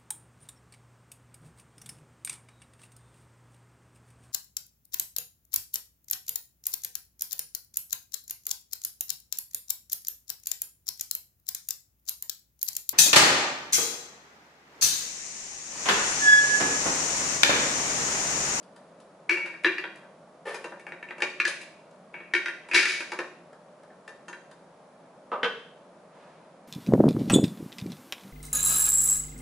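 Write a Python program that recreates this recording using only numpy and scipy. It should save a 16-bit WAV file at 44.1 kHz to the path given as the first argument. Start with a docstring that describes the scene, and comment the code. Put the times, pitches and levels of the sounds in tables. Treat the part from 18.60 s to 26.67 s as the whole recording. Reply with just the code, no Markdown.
"""Faint ticks of an empty plastic jar shifting in a hand, close to a microphone pair in a small room.
A plastic wrench squeaks onto the jar's base, is turned, and is pulled off with a faint ping. Each knock
rings the jar's walls, hollow and blades and the wrench's prongs; in between, the wrench chatters and rubs.
Last, it is laid on a wooden table and a hand takes up a towel. Ventilation runs softly underneath."""
import sys
import numpy as np
from scipy import signal
from scipy.fft import rfft, irfft
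from scipy.io import wavfile
from scipy.ndimage import uniform_filter1d

SR = 44100
rng = np.random.default_rng(int(sys.argv[2]) if len(sys.argv) > 2 else 0)


def master_out(mix):
    """Clip the mix to full scale and print it as 16-bit PCM to the path in sys.argv[1]."""
    frames = np.transpose(np.atleast_2d(mix))
    ceiling = np.clip(frames, -1, 1)
    pcm = np.round(ceiling * 32767).astype(np.int16)
    wavfile.write(sys.argv[1], SR, pcm)


N = 356095

# Modes of the jar's walls, its blades and the wrench's prongs: pitch_hz, relative_db, base_t60_s
WALLS = [(992, -19.5, 0.056), (1411, -16.5, 0.21), (1473, -8.5, .08), (1591.6, -1, 0.069),
         (1708, -0.5, 0.057), (1775, -8.5, 0.15), (1861, -2, 0.06), (2005, -5.5, 0.064), (3223, -14.5, .07),
         (3760, -21, 0.11), (3960, -24.5, 0.14)]
BLADES = [(5750, -9.5, .15), (6500, -3, 0.15), (6550, -5, .15), (7900, -20, 0.091), (10800, -8.5, .1)]
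PRONGS = [(2140, -8, 0.055), (2262, -2.5, 0.041), (2270, -0.5, 0.054), (2363, -3.5, .06), (2440, 3, 0.04),
          (2706, -5, 0.077), (2806, -6.5, 0.059), (4620, -28.5, 0.056), (4497, -27.5, 0.051),
          (5800, -35, 0.087)]
# Spectra of quickly damped plastic, from dull to bright: frequency_hz, relative_db
THUD = [(30, -38), (120, -36), (200, -11), (420, -1), (560, 2), (680, -6.5), (950, 1.5), (1250, -4),
        (1700, -3.5), (3000, -41), (6000, -70)]
CRACK = [(200, -73), (1500, -27.5), (2900, 4.5), (3500, 0), (3900, 2), (4200, -2.5), (4700, 2.5),
         (5100, -1.5), (5500, -3), (6100, -4), (7000, -9.5), (11000, -36.5)]
SNAP = [(300, -67.5), (3000, -31.5), (5900, -9), (6550, -1.5), (7200, 1.5), (8000, 1.5), (9100, -1.5),
        (10300, 1.5), (11500, -8.5)]


def knocks():
    """Each contact shares its energy between the jar's walls, hollow and blades and the wrench's prongs."""
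    # Modes of the air in the jar: pitch_hz, relative_db, base_t60_s
    hollow = [(335.9, -10, .17), (365, -4.5, 0.19)]
    # Midrange clack of plastic on plastic: frequency_hz, relative_db
    clack_spectrum = [(100, -72), (600, -42.5), (1200, -3.5), (1650, -11), (2000, 7.5), (2400, -18),
                      (2800, -10.5), (3300, -18.5), (6000, -47)]
    thud, clack, crack, snap = (causal(c) for c in (THUD, clack_spectrum, CRACK, SNAP))
    out = np.zeros(N)
    for s, force_db, lean_db, weight_db, edge_db, lift_db in contacts():
        firm_db = force_db + 25  # above zero for a firm blow
        wall_db, prong_db = split(force_db, lean_db)
        # Firm blows crack; lighter ones snap higher.
        crack_db, snap_db = split(force_db + edge_db, -8 - 0.44 * firm_db)
        clack_db = (wall_db + prong_db) / 2 - 8
        thud_db = force_db + weight_db - 4.5
        hollow_db = force_db + 0.37 * weight_db + lift_db - 13
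        # A loose contact is bright and rings on; a dull, firmly pressed one is damped.
        hold = np.clip(0.87 * amp(0.19 * edge_db - 0.07 * firm_db), 0.2, 2)
        add(out, s, amp(wall_db - 1.5) * ring(WALLS, hold, spread_db=5, detune=0.0046))
        add(out, s, amp(hollow_db) * ring(hollow, hold, spread_db=7, detune=0.0071))
        add(out, s, amp(prong_db + 1) * ring(PRONGS, hold, spread_db=4, detune=0.0029))
        add(out, s, amp(snap_db - 15.5) * ring(BLADES, hold, spread_db=0.5, detune=0.0014))
        add(out, s, amp(clack_db) * burst(clack, t60_s=0.035 * hold, tick=3))
        add(out, s, amp(thud_db) * burst(thud, t60_s=0.14 * hold, tick=3.3))
        add(out, s, amp(crack_db) * burst(crack, t60_s=0.079 * hold, tick=2.9))
        add(out, s, amp(snap_db - 2.9) * burst(snap, t60_s=0.07 * hold, tick=8.1))
    return out


def contacts():
    """Lists the single knocks, then the strike and two rebounds each time the wrench seats."""
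    # Wrench on jar: start_s, force_db, lean_db, weight_db, edge_db
    # Lean favours the prongs over the walls, weight adds bass, edge adds treble.
    single_knocks = [(.772, -38, -5, -1.5, -16), (0.8598, -39, -2, -3.5, -14),
                     (.94, -43.5, -16, -10.5, -25), (1.036, -42, 3, -6, -11), (1.1821, -29, -2.5, -21, -22),
                     (1.2394, -33, -6, -4, -27), (1.9442, -40.5, 1, 3, -3.5), (2.0427, -39, -3.5, 6, -10),
                     (2.1213, -46.5, -17.5, 9, -26), (2.196, -52, -1, -4.5, -7.5),
                     (2.2668, -42, 3, 1.5, -18.5), (2.289, -49.5, 3, 0.5, -16), (2.321, -39.5, -4, -3, -23),
                     (2.4271, -39, -3.5, -13, -23.5), (2.487, -45.5, 8, -9, -21),
                     (2.5075, -37.5, -6, -2, -25.5), (2.582, -49, 12, 7, -10.5), (2.604, -37, -13, -2, -13),
                     (2.6208, -22.5, 1, -8.5, -11.5), (2.8001, -21, 4.5, -26.5, -18.5),
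                     (2.8517, -22, -12, -26, -12), (2.8764, -37.5, -15, 1.5, 5), (3.014, -45.5, 12, -6, -3),
                     (3.5415, -42.5, -1.5, -3, -26.5), (3.604, -51.5, -6, 6, -29),
                     (3.8587, -26.5, -10, -15, -19), (3.8825, -31.5, -4.5, -24, -17),
                     (4.087, -49, 0, 6, -5), (4.1133, -31, 4, -13, -19), (4.135, -31, -5.5, 0, -7),
                     (4.1892, -23.5, -10, -18, -10.5), (4.229, -26, -6, -18, -7.5),
                     (4.2544, -23.5, -1.5, -23, -10.5), (4.405, -35, 1, -3.5, -8.5),
                     (4.519, -35, -2.5, 0, -8.5), (4.589, -30, -6, 3, -15), (5.478, -45, -10.5, 0.5, -8.5),
                     (5.6821, -44, -9, 1.5, -8), (5.729, -39.5, -10.5, -7.5, -18.5)]
    # The wrench rocks in its seat: start_s, force_db, lean_db, weight_db, edge_db, rebound_gap_s
    seatings = [(0.6946, -23, 0, -16, -16.5, .0165), (1.0458, -18, -7.5, -12, -22.5, .0102),
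                (3.7371, -20.5, -8, -20, -17, .0135), (4.1459, -16.5, -4, -24, -11, .0162)]
    rows = [(*row, 0) for row in single_knocks]
    for s, force_db, lean_db, weight_db, edge_db, gap_s in seatings:
        for k in range(3):  # each rebound is weaker and falls more on the prongs
            lift_db = 10.5 if k == 1 else 0  # the first bottoms out and rings the hollow louder
            rows.append((s + k * gap_s, force_db - 4 * k, lean_db + 6.5 * k, weight_db, edge_db, lift_db))
    return rows


def drags():
    """The prongs jerk and skip over the ribs: fast slips keep the same modes ringing."""
    # Slides that run out: start_s, relative_db, hiss_over_tone_db, fade_db_per_s
    slides = [(.695, -24.5, -18, 85), (2.845, -35.5, -15.5, 84.5), (3.536, -39.5, -31, 54),
              (4.115, -23, -22.5, 99.5), (4.142, -14.5, -3, 150.5), (4.279, -23.5, -3.5, 140)]
    body = ring(PRONGS, hold=0.93) + amp(-6.5) * ring(WALLS, hold=0.53)
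    treble = causal(CRACK) + amp(-12) * causal(SNAP)
    train = slips(per_s=1100, spread_db=-1.5)
    tone, hiss = unit(through(train, body)), unit(through(train, treble))
    out = np.zeros(N)
    for s, db, hiss_db, fade in slides:
        push = amp(db - 9.5) * stroke(s, rise_s=0.006, fade_db_per_s=fade)
        out += push * (tone + amp(hiss_db) * hiss)
    return out


def squeak(waver=0.01, ramp_s=0.006):
    """Slips lock onto one of a prong's modes: an unsteady tone with its octave."""
    # Spurts as the prong first slides onto the base: start_s, length_s, pitch_hz, level_db
    spurts = [(0.691, 0.052, 2262, -22), (0.755, .036, 2736, -37), (0.801, 0.035, 2262, -33),
              (0.881, 0.024, 2270, -37.5)]
    t, out = np.arange(N) / SR, np.zeros(N)
    drift, grip = (unit(uniform_filter1d(rng.standard_normal(N), size=300)) for _ in range(2))
    wavering_time = np.cumsum(1 + waver * drift) / SR
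    for s, length_s, hz, db in spurts:
        gate = np.clip(np.minimum(t - s, s + length_s - t) / ramp_s, 0, 1)
        phase = 2 * np.pi * hz * wavering_time
        out += amp(db) * gate * (np.sin(phase) + amp(-25) * np.sin(2 * phase))
    return amp(1.3 * grip) * out


def rub():
    """The base turns in its thread with a short dry rasp."""
    # Thread friction: frequency_hz, relative_db
    thread = [(100, -36), (250, -34), (350, -2.5), (530, 4), (640, -10), (900, -6.5), (1400, -9),
              (1650, -12), (1790, 1), (1950, -11), (2600, -12.5), (4000, -24), (7000, -31.5), (11000, -29)]
    push = amp(-35) * stroke(start_s=1.853, rise_s=0.039, fade_db_per_s=158)
    return push * unit(through(slips(per_s=3000, spread_db=4.5), causal(thread)))


def set_down():
    """The wrench meets the wood dully, then tips over, rings freely and bounces."""
    # Landings: start_s, body_db, wood_over_body_db, ring_over_body_db
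    landings = [(6.7172, -41.5, 15, -27), (6.831, -21.5, -10.5, -4)]
    # Spectra of the wrench's body and the tabletop: frequency_hz, relative_db
    clatter = [(60, -48), (150, -19.5), (240, 1), (350, -13.5), (450, 8.5), (620, -13.5), (1300, 0),
               (1500, -3), (2000, -2), (2500, -6), (3150, -3), (4000, -18.5), (6000, -28.5), (11000, -46.5)]
    wood = [(35, -72), (60, -49), (242, -12.5), (336, -12), (427, -0.5), (660, -5.5), (1240, -0.5),
            (1960, -22), (2670, -27), (11000, -66), (14300, -90), (22000, -120)]
    # Modes of the free wrench: pitch_hz, relative_db, t60_s
    loose_wrench = [(1505, 5, .12), (1636, 2, 0.09), (1820, 3, 0.064), (1914, 0.5, 0.066),
                    (2240, -12, 0.069), (2680, -17, 0.16), (3040, -15, .18), (3106, -3.5, 0.17),
                    (3220, -9, 0.16)]
    out = np.zeros(N)
    for s, body_db, wood_db, ring_db in landings:
        for delay_s, bounce_db in [(0, -4), (0.011, -5.5), (0.022, -7.5)]:
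            force = amp(body_db + bounce_db)
            add(out, s + delay_s, force * burst(causal(clatter), t60_s=0.076, tick=1.7))
            add(out, s + delay_s, force * amp(wood_db) * burst(causal(wood), t60_s=0.19, tick=4.4))
            add(out, s + delay_s, force * amp(ring_db) * ring(loose_wrench, detune=0.0035))
    return out


def jolt(centre_s=4.1435, pitch_hz=100, level_db=-47.5):
    """As the wrench breaks loose, the whole jar jerks and pushes the air once."""
    u = np.pi * pitch_hz * (np.arange(N) / SR - centre_s)
    return amp(level_db) * (2 * u ** 2 - 1) * np.exp(-u ** 2)


def regrips():
    """The jar ticks under the fingers and bumps softly against the palm."""
    # Shifts in the hand: start_s, tick_db, bump_db
    shifts = [(.0295, -61, -63), (.162, -57.5, -52.5), (.4025, -60, -72), (1.3578, -57.5, -52),
              (1.432, -76, -51.5), (3.311, -66, -74.5), (4.93, -66, -50.5), (5.2334, -65.5, -55),
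              (5.302, -85, -53.5), (5.913, -57, -55)]
    out = np.zeros(N)
    for s, tick_db, bump_db in shifts:
        add(out, s, amp(tick_db - 6) * burst(causal(SNAP), t60_s=0.036, tick=5.3))
        add(out, s, amp(tick_db - 5) * burst(causal(CRACK), t60_s=0.06, tick=4))
        add(out, s, amp(bump_db - 2) * burst(causal(THUD), t60_s=0.093, tick=4.4))
        add(out, s, amp(bump_db - 8) * ring(WALLS, hold=0.73, spread_db=0.5, detune=0.0033))
    return out


def ping(start_s=5.6825, level_db=-57):
    """Coming off, the wrench catches the steel drive and the blades' two strongest modes ring freely."""
    out = np.zeros(N)
    add(out, start_s, amp(level_db) * ring(BLADES[1:3], hold=1.3, spread_db=0.5, detune=0.0014))
    return out


def towel():
    """Fingers brush and lift the cloth."""
    # Cloth friction: frequency_hz, relative_db
    cloth = [(300, -14), (900, 7), (2500, -3), (4000, -13), (7000, -20), (11000, -32.5)]
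    brush = amp(-58.5) * stroke(start_s=7.51, rise_s=0.13, fade_db_per_s=44)
    return brush * unit(through(slips(per_s=2500, spread_db=2.5), causal(cloth)))


def ventilation(level_db=-53.5):
    """Room tone: steady ventilation noise, as mid and side."""
    # Moving air: frequency_hz, relative_db
    spectrum = [(15, -58.5), (25, -33.5), (117, -19.5), (132, -13.5), (167, -3), (317, -8), (602, -4.5),
                (1060, -10.5), (1230, -12.5), (2120, -24), (2280, -23.5), (2730, -28.5), (8670, -36),
                (10600, -35), (11500, -46), (15000, -71), (22000, -120)]
    # Broad room resonances: centre_hz, width_hz, lift_db
    resonances = [(170, 40, 2.5), (593, 99, 5)]
    # Stereo width: frequency_hz, side_db
    width = [(60, -14), (110, -31.5), (190, -24.5), (350, -17.5), (620, -13.5), (1110, -8), (2000, -5.5),
             (3580, -2.5), (6430, -3.5), (11500, -4)]
    hz = np.fft.rfftfreq(N, 1 / SR)
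    lift_db = sum(db * np.exp(-((hz - centre) / span) ** 2) for centre, span, db in resonances)
    noise = rfft(rng.standard_normal((2, N))) * amp(read(spectrum, hz) + lift_db)
    mid = irfft(noise[0], N)
    side = irfft(noise[1] * amp(read(width, hz)), N)
    return amp(level_db) * np.array([mid, side]) / mid.std()


def room(x, wet_db, build_s, near_side_db, echo_db):
    """Direct sound, near echoes and a diffuse tail reach the microphones, as mid and side."""
    # Decay of the tail: frequency_hz, t60_s
    decay = [(200, 0.45), (350, 0.73), (600, 0.29), (1400, .47), (3700, 0.61), (10000, 0.51)]
    # Colour of the tail: frequency_hz, relative_db
    colour = [(100, -2.5), (250, -11), (350, -0.5), (600, 5), (1500, -0.5), (2500, -2.5), (4000, -1.5),
              (11000, -0.5)]
    # Stereo width: frequency_hz, side_db
    width = [(50, -13.5), (150, -21.5), (350, -21), (700, -11), (1400, -7.5), (2300, -5), (4500, -1.5),
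             (11000, -2.5)]
    # Echoes off table, floor and walls: delay_s, relative_gain
    echoes = [(.0023, 0.21), (0.0115, 0.16), (0.0147, 0.2), (0.0187, .17), (0.027, 0.098)]
    hz, t, noise = signal.stft(rng.standard_normal((2, SR)), SR, nperseg=256)
    fall = amp(read(colour, hz)[:, None] - 60 * t / read(decay, hz)[:, None])
    tail = signal.istft(noise * fall, SR, nperseg=256)[1]
    tail *= 1 - np.exp(-np.arange(tail.shape[1]) / SR / build_s)
    mid, side = amp(wet_db) * tail / np.linalg.norm(tail[0])
    mid[0] += 1  # direct sound
    near = rng.standard_normal(200)  # scatter close to the microphones differs between them
    add(side, 0, amp(near_side_db) * near / np.linalg.norm(near))
    for s, gain in echoes:
        add(mid, s, amp(echo_db) * np.array([gain]))
        add(side, s, amp(echo_db) * gain * rng.choice([-1, 1], size=1))
    return np.array([through(x, mid), through(x, through(side, causal(width)))])


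def ring(modes, hold=1, spread_db=0, detune=0):
    """Damped modes; contact point and grip vary their strength and pitch, hold scales their ring time."""
    t = np.arange(int(0.4 * SR)) / SR
    hz, db, t60_s = np.transpose(modes)[:, :, None]
    strength, shift, polarity = rng.standard_normal((3, len(modes), 1))
    fall = amp(db + spread_db * strength - 60 * t / (t60_s * hold))
    swell = 1 - np.exp(-(hz * t / 0.94) ** 2)  # a mode builds up over about one cycle
    tones = np.sign(polarity) * np.sin(2 * np.pi * hz * (1 + detune * shift) * t)
    return unit_attack((swell * fall * tones).sum(0))


def burst(response, t60_s, tick):
    """A contact tick followed by a crowd of heavily damped modes."""
    t = np.arange(5000) / SR
    noise = rng.standard_normal(len(t)) * amp(-60 * t / t60_s)
    noise[0] += tick
    return unit_attack(through(noise, response))


def slips(per_s, spread_db):
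    """Stick-slip: a random train of small clicks of uneven size."""
    size = amp(spread_db * np.minimum(rng.exponential(1, N), 3)) * rng.choice([-1, 1], N)
    return size * (rng.random(N) < per_s / SR)


def stroke(start_s, rise_s, fade_db_per_s):
    """Envelope of one stroke: the power builds evenly, then fades at a steady rate."""
    t = np.arange(N) / SR - start_s
    return np.sqrt(np.clip(t / rise_s, 0, 1)) * amp(-fade_db_per_s * np.maximum(t - rise_s, 0))


def split(db, tilt_db):
    """Shares a level between two parts, the second tilt_db above the first."""
    first_db = db - 10 * np.log10(1 + amp(tilt_db) ** 2)
    return first_db, first_db + tilt_db


def amp(db):
    """Decibels to gain."""
    return 10 ** (np.asarray(db) / 20)


def unit(x):
    """Scales to rms 1."""
    return x / np.sqrt(np.mean(x ** 2) + 1e-20)


def unit_attack(x):
    """Scales a dying sound to rms 1 over its first 10 ms."""
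    return x / np.sqrt(np.mean(x[:SR // 100] ** 2) + 1e-20)


def read(points, hz):
    """Reads a table on a log-frequency axis."""
    f, value = np.transpose(points)
    return np.interp(np.log(hz + 1), np.log(f + 1), value)


def add(mix, s, sound):
    """Adds a sound into the mix at time s."""
    part = mix[round(s * SR):][:len(sound)]
    part += sound[:len(part)]


def causal(spectrum):
    """Shortest impulse response that has the given spectrum."""
    hz = abs(np.fft.fftfreq(2048, 1 / SR))
    log_gain = np.log(amp(np.maximum(read(spectrum, hz), -100)))
    return np.fft.ifft(np.exp(np.conj(signal.hilbert(log_gain)))).real


def through(x, response):
    """Convolves and keeps the length."""
    return signal.fftconvolve(x, response)[:len(x)]


def scene():
    """Hands and table in the small room, heard left and right by a close pair of microphones."""
    in_hand = knocks() + ping() + regrips() + drags() + squeak() + rub() + jolt()
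    handled = room(in_hand, wet_db=-3, build_s=0.0035, near_side_db=-7, echo_db=3.5)
    table = room(set_down() + towel(), wet_db=-4, build_s=0.0019, near_side_db=-2.5, echo_db=-4)
    mid, side = handled + table + ventilation()
    return np.array([mid + side, mid - side])


def record(dry):
    """The recorder cuts the top treble steeply."""
    cutoff_hz = 11130
    lowpass = signal.firwin(401, cutoff_hz, window=("kaiser", 7), fs=SR)
    return signal.oaconvolve(dry, lowpass[None], "same")


dry = scene()
out = record(dry)
master_out(out)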